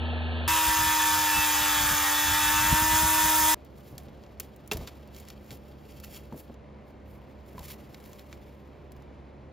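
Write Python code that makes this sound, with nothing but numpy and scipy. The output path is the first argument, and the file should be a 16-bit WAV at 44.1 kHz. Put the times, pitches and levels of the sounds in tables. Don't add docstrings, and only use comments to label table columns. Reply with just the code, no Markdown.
import sys
import numpy as np
from scipy import signal
from scipy.fft import rfft, irfft
from scipy.io import wavfile
from scipy.ndimage import uniform_filter1d, map_coordinates

SR = 44100
rng = np.random.default_rng(int(sys.argv[2]) if len(sys.argv) > 2 else 0)


def bounce(signal):
    frames = np.transpose(np.atleast_2d(signal))
    limited = np.clip(frames, -1, 1)
    pcm = np.round(limited * 32767).astype(np.int16)
    wavfile.write(sys.argv[1], SR, pcm)


def voltage_ratio(decibels):
    exponent = np.asarray(decibels, float) / 20
    return 10 ** exponent


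N = 419832
T = np.arange(N) / SR
HZ = np.fft.rfftfreq(N, 1 / SR) + 1e-3

CUTS_S = [
    .4775,
    3.5445,
    6.545,
]
# lower edge in Hz, upper edge in Hz.
BANDS_HZ = [(8300, 15800), (4500, 8300), (1500, 4500)]
# frequency in Hz, width in Hz, level in dB.
PART = [(2050, 120, 7), (2350, 120, 7), (2720, 150, 10), (3200, 150, 10), (4600, 180, 10), (5400, 150, 10),
        (6950, 260, 6)]
# frequency in Hz, width in Hz, level in dB.
BENCH = [(2100, 580, 3), (1034, 130, 3)]


def unit(x):
    return x / np.sqrt(np.mean(x ** 2))


def ramp(start, end):
    return np.clip((T - start) / (end - start), 0, 1)


def swell(s, rise, fall):
    blunt = 0.2
    x = np.where(T < s, (s - T) / max(rise, .005), (T - s) / max(fall, .005))
    return voltage_ratio(-40 * (np.hypot(x, blunt) - blunt))


def decay(t, t60_s):
    return np.exp(-np.log(1000) * t / t60_s)


def walk(rate):
    k = int(SR / rate)
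    held = np.repeat(rng.standard_normal(N // k + 1), k)
    return 1.17 * uniform_filter1d(uniform_filter1d(held, k), k)[:N]


def coloured(table, x=None):
    below = (table[0][0] / 2, table[0][1] - 20)
    above = (table[-1][0] * 1.08, table[-1][1] - 60)
    hz, db = np.transpose([below, *table, above])
    x = rng.standard_normal(N) if x is None else x
    return irfft(rfft(x) * voltage_ratio(np.interp(np.log(HZ), np.log(hz), db)) * np.sqrt(SR / 2), N)


def band(x, lo_hz, hi_hz):
    return signal.sosfilt(signal.butter(2, [lo_hz, min(hi_hz, .45 * SR)], "band", fs=SR, output="sos"), x)


def resonant(x, modes):
    ringing = ((voltage_ratio(db) - 1) * signal.lfilter(*signal.iirpeak(hz, hz / width, SR), x) for hz, width, db in modes)
    return x + sum(ringing)


def grit(spread_db):
    size = np.minimum(rng.exponential(size=N // 8 + 1), 5)
    return unit(rng.standard_normal(N) * voltage_ratio(spread_db * np.repeat(size, 8)[:N]))


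def worn(turn, turns, wear):
    grains = 140 * turns
    wheel = rng.standard_normal((int(4 * wear), grains))
    place = [wear * T[:len(turn)], turn / (2 * np.pi * turns) % 1 * grains]
    return unit(np.resize(map_coordinates(wheel, place, mode="grid-wrap"), N))


def ports(x, slowed=1):
    # frequency in Hz, turns by which the left port leads.
    port_gap = [(30, .04), (1000, .04), (1500, 0), (2400, 0), (2700, .045), (3100, .05), (3300, .1),
                (3800, .08), (4050, 0), (4600, 0), (4800, .09), (5200, .09), (5400, 0), (5750, -.26),
                (6300, -.15), (6800, -.12), (7300, -.2), (7500, -.35), (8150, -.41), (8450, -.5),
                (8800, -.5), (9200, -.57), (10000, -.64), (12900, -.93), (13250, -1)]
    hz, turns = np.transpose(sorted(port_gap))
    half = np.exp(1j * np.pi * np.interp(HZ * slowed, hz, turns))
    return np.array([irfft(rfft(x) * half, N), irfft(rfft(x) / half, N)])


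def opposed(x):
    return x * np.array([[1], [-1]])


def workshop():
    # frequency in Hz, level in dB per Hz.
    hum = [(35, -81), (60, -76), (100, -76.5), (200, -80.5), (350, -79.5), (600, -86), (800, -89),
           (1050, -94), (1300, -97.5), (1800, -101), (2350, -102), (2800, -106), (5500, -117),
           (12000, -128)]
    # frequency in Hz, level in dB rms.
    hum_lines = [(70.0, -50.5), (140.0, -58), (209.9, -56.5), (463.0, -82), (522.2, -62.5), (592.2, -62)]
    near, far = (coloured(hum) * voltage_ratio(.7 * walk(6)) for _ in range(2))
    lines = sum(voltage_ratio(db + 2.6 * walk(14)) * np.sin(2 * np.pi * hz * T + (.8 + hz / 350) * walk(12))
                for hz, db in hum_lines)
    near = voltage_ratio(1.5) * near + lines
    diffuse = voltage_ratio(-10.5) * far + voltage_ratio(-6.5) * band(far, 450, 1460)
    lean = voltage_ratio(-19) * band(near, 30, 500)
    return ports(near) + opposed(diffuse - lean)


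def ticks():
    # time in seconds, level in dB, pitch in octaves above 6 kHz.
    snaps = [(3.5575, -63.5, 24), (3.578, -56.5, -5), (3.6482, -42.5, 3.3), (3.8955, -32, 6),
             (3.914, -47, 4), (3.9802, -32, 1), (4.0342, -41.5, 4.2), (4.084, -43, -3.8),
             (4.229, -56.5, -2), (4.2368, -45, -3), (4.264, -53, -2), (4.3992, -14.5, 3.5),
             (4.4018, -31.5, -1.2), (4.5622, -34, 4.3), (4.676, -28, 4.1), (4.7131, -12, -4.5),
             (4.7134, -25.5, -0.5), (4.7196, -22, 0.5), (4.724, -26.5, -4), (4.7328, -24, 1.5),
             (4.77, -32.5, 1.3), (4.772, -34.5, 1.5), (4.874, -34.5, -1), (4.878, -33, -5),
             (5.031, -45.5, -4), (5.0745, -48.5, 1.8), (5.1463, -42.5, -.2), (5.1637, -41, 0.8),
             (5.1995, -36.5, 3), (5.2515, -49, 1), (5.2853, -39, 0.5), (5.3019, -37, -0.5),
             (5.5062, -35.5, -1.4), (5.5135, -38.5, -1), (5.683, -48.5, 2.8), (5.909, -49, 2),
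             (6.0005, -37.5, 2.4), (6.034, -30, -5.5), (6.038, -39.5, -0.5), (6.045, -39, -1.5),
             (6.058, -45, 3), (6.1257, -41, 5.5), (6.159, -43.5, 4), (6.175, -40, 1.2),
             (6.3259, -50.5, -0.5)]
    # time in seconds, level in dB, pitch
    # in octaves above 6 kHz.
    bench_ticks = [(6.542, -52.5, -1.1), (7.5807, -44, -1.9), (7.5922, -37, -.1), (7.63, -44, -1.5),
                   (7.703, -41.5, -1.5), (7.718, -44.5, -1.6), (7.9448, -37.5, -1.9), (8.001, -50.5, -0.19),
                   (8.04, -48.5, 0.23), (8.1312, -42.5, -0.27), (8.1936, -43, -0.67), (8.3275, -38, -1.8),
                   (8.9195, -45, 0.92), (8.9644, -55, -0.46), (9.022, -55.5, -0.64)]
    band_octaves = (1.1, 0, -1.25)
    off_pitch_db = -1
    out, t = np.zeros(N), np.arange(int(.15 * SR)) / SR
    shape = decay(t, 0.023) + voltage_ratio(-22) * decay(t, 0.09)
    s, db, pitch = np.transpose(snaps + bench_ticks)[:, :, None]
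    noise = rng.standard_normal((len(s), len(t)))
    noise[:, 22] = 6
    crack = sum(sign * voltage_ratio(off_pitch_db * (octave - pitch) ** 2) * unit(band(noise, *edges))
                for sign, octave, edges in zip((1, -.65, 1), band_octaves, BANDS_HZ))
    crack -= voltage_ratio(off_pitch_db * (1.25 + pitch) ** 2 - 13) * unit(band(noise, 720, 1600))
    cracks = voltage_ratio(db - 9.0) * crack * shape * np.minimum(t / .0005, 1)
    for i, one in zip((s[:, 0] * SR).astype(int), cracks):
        out[i:i + len(t)] += one
    held = .75 * out + .25 * resonant(out, PART[2:4])
    return np.where(T < CUTS_S[2], held, resonant(out, BENCH))


def knocks():
    # time in seconds, level in dB, body mode in Hz, wall mode in Hz,
    # wall level in dB.
    blows = [(3.928, -28.5, 127, 580, -25), (4.399, -42, 416, 1100, -13), (4.715, -39, 405, 2710, 13.5),
             (4.716, -20, 418, 830, -11), (4.726, -27.5, 440, 705, -8), (4.749, -16.5, 73.6, 620, -36),
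             (4.785, -22.5, 62.3, 910, -38), (4.811, -21, 69, 870, -25), (5.511, -27, 121, 619, -31),
             (6.324, -25.5, 229, 890, -14), (6.331, -32, 157, 530, -20), (6.344, -29.5, 268, 600, -23),
             (6.498, -29, 237, 665, -17), (7.55, -28.5, 180, 610, -26), (7.58, -31, 93, 996, -7.5),
             (7.605, -28, 70.4, 820, -18)]
    body_t60_s = 0.13
    out, t = np.zeros(N), np.arange(int(.3 * SR)) / SR
    for s, db, hz, wall_hz, wall_db in blows:
        modes = [(hz * r, g, body_t60_s / r ** .5) for r, g in [(1, 3.5), (1.47, -4), (2.3, -5)]]
        modes += [(wall_hz, wall_db + 16.5, .035), (2.0 * wall_hz, wall_db - 5.0, .025)]
        ring = sum(voltage_ratio(g) * np.sin(2 * np.pi * f * t) * decay(t, np.clip(t60_s, .01, .6))
                   for f, g, t60_s in modes)
        rattle = unit(band(rng.standard_normal(len(t)), 133, 520)) * decay(t, 0.26)
        ring += voltage_ratio(-7.0) * rattle * np.minimum(t * hz, 1)
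        i = int(s * SR)
        out[i:i + len(t)] += voltage_ratio(db - 13.5) * ring * np.minimum(t / 0.00033, 1)
    return out


def gloves():
    # peak in seconds, level in dB, rise in seconds, fall in seconds, dullness in dB.
    rubs = [(3.78, -64.5, 0.037, 0.084, 2), (3.9, -62.5, 0.12, 0.11, -1), (3.99, -67, .02, 0.11, 3),
            (4.24, -78, 0.042, 0.052, 22), (4.41, -55, 0.0065, 0.064, 3.5), (4.722, -47, .01, 0.046, 13.5),
            (4.8, -60.5, 0.087, 0.13, 11.5), (4.884, -58, 0.029, 0.026, 18), (4.98, -71, 0.054, 0.1, 5),
            (5.18, -55.5, 0.052, 0.065, 2), (5.3, -66, 0.077, .07, 10), (5.47, -61.5, 0.092, 0.099, -0.5),
            (5.528, -50.5, 0.027, 0.05, -1), (5.7, -69, 0.15, 0.045, -2), (5.955, -61.5, 0.19, 0.11, 1),
            (6.042, -52, 0.018, .06, -5), (6.128, -51.5, .05, 0.11, -4), (6.168, -51, .06, .02, 1),
            (6.385, -52.5, 0.052, 0.07, -11)]
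    # peak in seconds, level in dB, rise and fall in seconds, dullness in dB.
    reaches = [(6.885, -74, .06, 0.062, 0), (7.11, -65.5, 0.061, 0.13, -7), (7.3, -77, .04, 0.063, 2),
               (7.48, -69, 0.051, 0.58, -0.5), (7.65, -69, 0.09, .1, -1), (7.71, -47, 0.11, 0.045, -1.5),
               (7.82, -75, .1, 0.22, 3), (8.07, -62.5, 0.26, 0.25, -3), (8.195, -59.5, 0.02, 0.035, 10),
               (8.33, -68.5, 0.097, 0.04, 10), (7.95, -78.5, 1.1, 1.1, 18), (8.5, -77.5, .3, 0.43, 2),
               (8.97, -80, 0.077, .12, 8), (8.75, -98, .05, 0.11, 2)]
    # level in dB, share of the dullness, faint rustle while holding
    # the part in dB, rustle afterwards in dB.
    glove_bands = [(0, 0.17, -78, -118), (-5.5, 0.48, -79, -148), (-4.5, 0.72, -70, -75.5)]
    slips = grit(spread_db=2.2) * voltage_ratio(2.6 * walk(120))
    loose = np.interp(T, (5, 5.15, 5.8, 5.9, 6.2, 6.3), (.15, .45, .45, .8, .8, .15))
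    slips = slips + loose * (resonant(slips, PART) / 1.3 - slips)
    strokes = [(db, dull, swell(s, rise, fall)) for s, db, rise, fall, dull in rubs + reaches]
    out = 0
    for (band_db, share, held_db, after_db), edges in zip(glove_bands, BANDS_HZ):
        power = sum(voltage_ratio(2 * (db + band_db + share * dull)) * shape for db, dull, shape in strokes)
        power += voltage_ratio(2 * np.where(T < CUTS_S[2], held_db, after_db))
        out = out + np.sqrt(power) * unit(band(band(slips, *edges), *edges))
    return out + voltage_ratio(-8.5) * np.sqrt(power) * unit(band(slips, 870, 1300))


def slowed_tool():
    # frequency in Hz, level in dB rms.
    slow_lines = [(80.7, -31.5), (161.5, -53), (220.7, -55), (242.2, -41.5), (463.0, -62), (624.5, -51.5),
                  (893.6, -53), (1297, -55), (1701, -60)]
    # frequency in Hz, level in dB per Hz.
    slow_hiss = [(50, -68), (130, -77), (350, -71), (800, -70.5), (1200, -79), (1700, -75), (2000, -78.5),
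                 (2600, -74), (3300, -76), (4500, -86.5)]
    # bites per second, first bite in seconds, depth as a share.
    slow_beat = (25.0, .09, .55)
    tones = [np.sqrt(2) * voltage_ratio(db + 0.24 * walk(3.9)) * np.sin(2 * np.pi * (hz * T + rng.uniform()))
             for hz, db in slow_lines]
    hiss = coloured(slow_hiss, grit(spread_db=1.0))
    rate, first, depth = slow_beat
    hiss = hiss + depth * np.cos(2 * np.pi * rate * (T - first)) * band(hiss, 450, 1150)
    return ports(sum(tones) + hiss, slowed=4) + opposed(voltage_ratio(10.5) * tones[1])


def fan_air():
    # peak in seconds, level in dB, length in seconds.
    gusts = [(0.51, -37.5, 0.11), (0.685, -31.5, 0.034), (0.812, -36, 0.092), (0.873, -38, 0.073),
             (1.152, -41.5, 0.18), (1.38, -30, 0.032), (1.64, -40.5, 0.13), (1.83, -32.5, 0.074),
             (1.923, -31.5, 0.042), (2.018, -40, .04), (2.305, -34.5, 0.084), (2.464, -40, 0.2),
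             (2.623, -34.5, 0.23), (2.731, -20, 0.027), (2.83, -30, 0.045), (2.934, -28.5, 0.055),
             (3.038, -25.5, 0.033), (3.19, -41, 0.47), (3.257, -32, 0.044), (3.423, -37, .06)]
    breeze_db = -48
    air = [unit(band(band(rng.standard_normal(N), 42, 95), 38, 600)) * voltage_ratio(1.2 * walk(30)) for _ in range(2)]
    air = [1.5 * band(np.tanh(a / 1.2), 25, 230) + .2 * unit(band(rng.standard_normal(N), 120, 250)) for a in air]
    level = np.sqrt(voltage_ratio(2 * breeze_db) + sum(voltage_ratio(2 * db) * swell(s, length, length) for s, db, length in gusts))
    thump = level * air[0]
    return thump + 9 * band(thump ** 2, 110, 450) + opposed(voltage_ratio(-16.5) * level * air[1])


def shaft_and_bearings(turn, labour, through):
    # level running free in dB, change in dB per Hz of labouring,
    # gain once through in dB.
    low_orders = [(-41.5, -0.05, 3), (-61.5, 0.83, 16), (-30, -0.56, 0.7)]
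    # multiple of shaft speed, level in dB.
    shaft = [(4, -55), (5, -54.5), (6, -47.5), (8, -47), (9, -51), (11, -55.5), (12, -52.5), (15, -59.5),
             (16, -42), (21, -53), (24, -47.5), (26, -51.5), (27, -58), (29, -58), (30, -55), (31, -59),
             (32, -49), (33, -53), (40, -52), (41, -58.5), (43, -49), (46, -50.5), (48, -49.5)]
    bearing_orders = (1.66, 2.31, 2.69, 3.32, 4.15, 4.85, 5.58, 5.69, 6.34, 6.72, 7.11, 7.52, 7.89, 8.28,
                      8.66, 9.65, 11.24, 11.65)
    bearing_db = (-53.5, -55, -42.5, -47.5, -45.5, -51.5, -43, -43, -43, -52.5, -55.5, -47, -44.5, -53, -48,
                  -56, -45, -54)
    n = len(turn)
    tones, waver = np.zeros(N), 2.0 * walk(5) + 1.9 * walk(35)
    orders = [(k, db + sag * labour + gain * through + 0.44 * walk(25.37))
              for k, (db, sag, gain) in enumerate(low_orders, 1)]
    for k, db in shaft + list(zip(bearing_orders, bearing_db)):
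        orders.append((k, db - 1.5 - .13 * k + np.roll(waver, rng.integers(N))))
    shake = walk(60)[:n]
    for k, db in orders:
        phase = k * turn + .035 * k * shake + rng.uniform(0, 2 * np.pi)
        tones[:n] += np.sqrt(2) * voltage_ratio(db[:n]) * np.sin(phase)
    return tones


def sanding_hiss(turn):
    # frequency in Hz, level in dB per Hz.
    hiss_colour = [(430, -80), (560, -75), (750, -72), (1250, -61.5), (1750, -63), (2200, -68.5),
                   (2600, -68.5), (3500, -64.5), (4300, -71), (5200, -68), (6500, -69), (7700, -69.5),
                   (10000, -75.5), (13000, -72.5), (15500, -72.5)]
    throb = 1 + .3 * np.cos(np.resize(turn, N))
    fresh = grit(spread_db=1.2)
    fine = .93 * fresh + .36 * worn(turn, 1, 25)
    coarse = .6 * fresh + .8 * worn(turn, 3, 14)
    middle = signal.butter(2, (950, 4200), "band", fs=SR, output="sos")
    rub = fine + signal.sosfiltfilt(middle, coarse - fine)
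    hiss = coloured(hiss_colour, rub * throb) * voltage_ratio(-1.5 + 0.23 * walk(17))
    return hiss + sum(band(hiss, f / 1.15, f * 1.15) * (voltage_ratio(1.2 * walk(50)) - 1)
                      for f in (1300, 1800, 2600, 3500, 5000, 6500))


def tool():
    # time in seconds, shaft speed in turns a second.
    speed = [(0.48, 318.6), (0.95, 310.8), (1.42, 304.1), (1.89, 296.5), (2.13, 297.1), (2.37, 300.8),
             (2.6, 305.7), (2.84, 312.5), (3.07, 315.1), (3.54, 311.2)]
    through_s = [
        2.47,
        2.8,
        3.5,
    ]
    # frequency in Hz, width in Hz, level in dB.
    collet = [(2632, 40, 10)]
    # frequency in Hz, width in Hz, level in dB.
    housing = [(1128, 170, 4), (1770, 77, 4), (2640, 8.5, 8.5), (3600, 1200, 2.5), (6460, 120, 5),
               (7370, 290, -2.5), (8900, 2040, 8.5), (12900, 1800, 1)]
    hz = np.interp(T, *np.transpose(speed))
    labour = np.maximum(309.2 - hz, 0)
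    through, facing = ramp(*through_s[:2]), ramp(*through_s[1:])
    n = int(CUTS_S[1] * SR) + 99
    turn = 2 * np.pi * np.cumsum(hz * (1 + .0008 * walk(40)))[:n] / SR
    tones = shaft_and_bearings(turn, labour, through)
    whine = resonant(resonant(tones, collet) + sanding_hiss(turn), housing)
    whine = whine + (voltage_ratio(.2 * labour) - 1) * (band(whine, 1700, 2000) + 0.67 * band(whine, 3200, 3800))
    lift = voltage_ratio(1.5 * through + 2 * facing + 2.5) - 1
    whine = whine + lift * band(whine, 6000, 19000)
    return ports(whine) + fan_air()


def scene():
    first, second = (ramp(s - .001, s + .001) for s in CUTS_S[:2])
    top = signal.ellip(8, .2, 40, 15720, fs=SR, output="sos")
    hands = ports(knocks() + gloves()) + workshop()
    hands = np.where(T < CUTS_S[2], hands, resonant(hands, BENCH))
    steady = (first - second) * signal.sosfiltfilt(top, tool()) + second * signal.sosfiltfilt(top, hands)
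    return (1 - first) * slowed_tool() + steady + ports(band(ticks(), 600, 16000))


def roll_off(x):
    return signal.sosfilt(signal.butter(12, 16820, fs=SR, output="sos"), x)


def record(dry):
    mix = signal.sosfilt(signal.butter(3, 38, "high", fs=SR, output="sos"), dry)
    return roll_off(mix)


dry = scene()
out = record(dry)
bounce(out)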